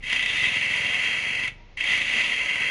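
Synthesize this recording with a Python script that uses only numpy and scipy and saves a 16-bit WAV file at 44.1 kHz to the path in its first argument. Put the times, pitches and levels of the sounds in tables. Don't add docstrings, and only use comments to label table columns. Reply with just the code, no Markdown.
import sys
import numpy as np
from scipy import signal
from scipy.fft import rfft, irfft, next_fast_len
from scipy.io import wavfile
from scipy.ndimage import uniform_filter1d, minimum_filter1d, map_coordinates

SR = 44100
rng = np.random.default_rng(int(sys.argv[2]) if len(sys.argv) > 2 else 0)


def voltage_ratio(decibels):
    exponent = np.asarray(decibels, float) / 20
    return 10 ** exponent


def pcm_store(signal):
    levels = np.round(np.clip(np.atleast_2d(signal), -1, 1) * 32767)
    wavfile.write(sys.argv[1], SR, levels.astype(np.int16).T)


N = 119070
T_S = np.arange(N) / SR

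# [t/s, spin/(turns/s)]
SPIN = [(0.0, 33.53), (0.25, 29.53), (0.42, 20.73), (0.7, 21.43), (1.0, 20.62), (1.25, 23.04),
        (1.48, 24.21), (1.62, 27.34), (1.88, 30.38), (2.1, 23.76), (2.35, 20.95), (2.7, 20.0)]
# [t/s, cutting force/dB, unevenness per turn/dB, thump level/dB, depth of bite/0-1]
CUT = [(0, -65, 15, -53, 0.3), (.035, -35.5, 3, -56.5, 0.66), (.13, -22.5, 12, -66, 0.46),
       (.25, -27.5, 7, -56.5, 0.7), (.43, -23.5, -2.5, -44, 0.82), (.62, -26, 3.5, -46, 0.4),
       (.76, -24.5, -3, -46.5, 0.3), (.83, -26, 3.5, -42.5, 0.4), (.95, -24.5, 2.5, -50.5, 0.23),
       (1.2, -25.5, -1, -52, 0.16), (1.475, -27.5, 8, -48, 0.18), (1.77, -32.5, 10, -75, 0.34),
       (1.85, -25.5, 5, -62, 0.37), (1.92, -21, -2, -52.5, .4), (2.03, -24, 5.5, -52, 0.56),
       (2.27, -23.5, -5, -71, 0.46), (2.36, -25.5, 4, -61, 0.2), (2.7, -26, 0, -47, 0.18)]


def unit(x):
    return x / np.sqrt(np.mean(x ** 2) + 1e-20)


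def along(points, hz):
    f, v = np.transpose(points)
    return np.interp(np.log(hz + 1), np.log(f + 1), v)


def curves(rows):
    s, *cols = np.transpose(rows)
    return [np.interp(T_S, s, c) for c in cols]


def wobble(knots_per_s):
    return map_coordinates(rng.standard_normal(4000), [T_S * knots_per_s])


def filtered(x, response):
    m = next_fast_len(N + SR // 2)
    return irfft(rfft(x, m) * response(np.fft.rfftfreq(m, 1 / SR)), m)[..., :N]


def shaped_by(points):
    return lambda f: voltage_ratio(along(points, f))


def highpass(f, corner_hz):
    return 1j * f / (corner_hz + 1j * f)


def body(modes):
    def response(f):
        total = 0
        for k, (centre_hz, width_hz, db) in enumerate(modes):
            damping = 1j * f * width_hz
            total = total + (-1) ** k * voltage_ratio(db) * damping / (centre_hz ** 2 - f * f + damping)
        return total
    return response


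def turns():
    start_turn = -.19
    return start_turn + np.cumsum(curves(SPIN)[0]) / SR


def spindle_orders():
    # [multiple of the spin, level/dB]
    orders = [(2, -58), (3, -61)]
    angle = turns()
    total = np.zeros(N)
    for k, db in orders:
        total += voltage_ratio(db + 2.4 * wobble(9.4)) * np.sin(2 * np.pi * (k * angle + rng.random()))
    return total


def rocking_stand():
    # [t/s, sway level/dB]
    sway = [(0, -37.5), (.12, -49), (.2, -46), (.7, -62), (1.1, -68), (1.45, -49.5), (1.58, -43.5),
            (1.9, -49), (2.3, -53), (2.7, -67)]
    rock_hz, drift_rad = 30.5, 0.9
    rock = np.sin(2 * np.pi * rock_hz * T_S + drift_rad * wobble(5.9))
    return voltage_ratio(curves(sway)[0] + 0.83 * wobble(7.3)) * rock


def bearing_hum():
    # [f/Hz, level/(dB per Hz)]
    hum_spectrum = [(20, -32), (90, -13.5), (200, -24.5), (700, -28.5), (1580, -37), (2040, -28.5),
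                    (6500, -46.5), (9500, -95)]
    hum_db = -55
    return voltage_ratio(hum_db) * unit(filtered(rng.standard_normal(N), shaped_by(hum_spectrum)))


def guard_ring():
    whine_hz, glide_hz_per_s, whine_db = 950, 300, -59
    centre_s, span_s = 1.62, .05
    since_s = T_S - centre_s
    cycles = whine_hz * T_S + glide_hz_per_s / 2 * since_s ** 2
    swell = np.exp(-(since_s / span_s) ** 2)
    return voltage_ratio(whine_db + 1.2 * wobble(37.5)) * swell * np.sin(2 * np.pi * cycles)


def lathe():
    return spindle_orders() + rocking_stand() + bearing_hum() + guard_ring()


def thumps():
    # [f/Hz, width/Hz, level/dB]
    bed = [(117, 43, 11.5), (267, 240, -20)]
    echo_turn, echo_db = .75, -8
    level_db, angle = curves(CUT)[2], turns()
    hits = np.zeros(N)
    for place, db in ((0, 0), (echo_turn, echo_db)):
        lap = np.floor(angle - place)
        passed = np.diff(lap, prepend=lap[0]) > 0
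        hits += passed * voltage_ratio(db + 1.1 * wobble(24.6))

    def soft_bed(f):
        return body(bed)(f) / (1 + 1j * f / 400) ** 2 * highpass(f, 60) ** 4
    return voltage_ratio(level_db) * unit(filtered(hits, soft_bed))


def tearing():
    fibres_per_s, spread_db, snap_share = 1500, 3.5, 0.47
    cap = 1.32
    when = rng.random(N) < fibres_per_s / SR
    size = voltage_ratio(spread_db * np.minimum(rng.exponential(size=N), cap))
    snaps = when * size * rng.choice([-1, 1], N)
    return np.sqrt(snap_share) * unit(snaps) + np.sqrt(1 - snap_share) * rng.standard_normal(N)


def hard_spot():
    catch_turn, rise_turns, fall_turns = -.045, .015, .1
    u = (turns() - catch_turn) % 1
    spot = (1 - np.exp(-u / rise_turns)) * np.exp(-u / fall_turns)
    return spot / spot.max()


def edge_contact():
    lift_s, lift_db_per_s = 1.482, 898
    enter_s, enter_rise_s = 1.766, 0.011
    leaving = voltage_ratio(-lift_db_per_s * np.maximum(T_S - lift_s, 0))
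    entering = np.clip((T_S - enter_s) / enter_rise_s, 0, 1)
    return np.where(T_S < enter_s, leaving, entering)


def gouge():
    blade_modes = [(1676, 17, -15), (2007, 128.2, 2.5), (2267, 157, -1.5), (2583, 117.7, -1),
                   (2782, 68.3, -0.5), (2926, 76, -8.5), (3227, 38, -1.5), (3370, 45, -19.5)]
    buried_modes = [(2870, 195, 0), (3454, 28, 2.5), (3584, 47, 0), (3874, 145, -8)]
    edge_modes = [(4053, 114, 4), (4336, 140, 4), (4593, 83, 4), (4820, 44, 1.5), (4950, 77, 1.5),
                  (5980, 250, 0.5), (6624, 330, -1), (7170, 83, -3), (8400, 300, -18), (9940, 510, -8),
                  (11210, 730, -12)]
    rest_modes = [(260.6, 48, -26), (447, 32, -20.5), (579.7, 51, -19.5), (721.3, 20.3, -19),
                  (999, 56, -18), (1289, 39, -18), (1542, 58, -16.5)]
    # [f/Hz, level/(dB per Hz)]
    shaving_spectrum = [(60, -47), (130, -16.5), (250, -11), (372, -19.5), (1400, -15.5), (2690, -12.5),
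                        (3760, -23), (11000, -57.5)]
    buried_db, edge_db, rest_db, shaving_db = -8, -19.5, -21, -16.5
    rest_load_db, free_turns_per_s = 0.64, 23.9
    calm = .5

    force_db, uneven_db, _, bite = curves(CUT)
    spot = hard_spot()
    flutter_db = 0.37 * wobble(6.915) + 0.46 * wobble(35.26) + 0.85 * wobble(160)
    force = edge_contact() * voltage_ratio(force_db + 1.28 * uneven_db * (spot - spot.mean()) + flutter_db)

    def layer(response, wobble_db):
        drive = force * voltage_ratio(wobble_db * wobble(14)) * tearing()
        return filtered(drive, response) / np.std(filtered(rng.standard_normal(N), response))

    blade = layer(lambda f: body(blade_modes)(f) * highpass(f, 1500) ** 2, 0.39)
    buried = layer(lambda f: body(buried_modes)(f) * highpass(f, 2500) ** 2, 1.0)
    edge = layer(body(edge_modes), 0.57)
    rest = layer(body(rest_modes), 1.26)
    shaving = layer(shaped_by(shaving_spectrum), 0.46)

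    calm_db = calm * uneven_db * spot
    load_db = rest_load_db * (free_turns_per_s - curves(SPIN)[0])
    return (blade + voltage_ratio(buried_db) * bite * buried + voltage_ratio(edge_db - calm_db) * edge
            + voltage_ratio(rest_db + load_db) * rest + voltage_ratio(shaving_db - calm_db) * shaving)


def shop(x):
    # [f/Hz, t60/s]
    near_t60 = [(200, 0.36), (2000, 0.19), (10000, 0.2)]
    far_db, far_longer, far_top_hz = -16.5, 4, 5000
    hz, t, z = signal.stft(rng.standard_normal(SR // 2), SR, nperseg=256)
    fall_db = -60 * t / along(near_t60, hz)[:, None]
    far = voltage_ratio(far_db + fall_db / far_longer) / (1 + (hz[:, None] / far_top_hz) ** 4)
    tail = signal.istft(z * (voltage_ratio(fall_db) + far), SR, nperseg=256)[1]
    delayed = np.pad(x, (400, 0))
    return signal.fftconvolve(delayed, tail / np.linalg.norm(tail))[:N]


def scene():
    shop_db = -12.5
    cut = gouge()
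    return (cut + voltage_ratio(shop_db) * shop(cut) + thumps() + lathe())[None]


def top_cut(x):
    return signal.sosfilt(signal.butter(12, 11420, fs=SR, output="sos"), x)


def record(dry):
    ceiling, hold_s, top_hz = 0.3, 0.0028, 10850
    span = int(hold_s * SR)
    needed = np.minimum(1, ceiling / (np.abs(dry) + 1e-9))
    held = minimum_filter1d(needed, size=2 * span + 1, axis=1)
    gain = uniform_filter1d(held, size=span, axis=1)
    return top_cut(filtered(dry * gain, lambda f: f < top_hz))


dry = scene()
out = record(dry)
pcm_store(out)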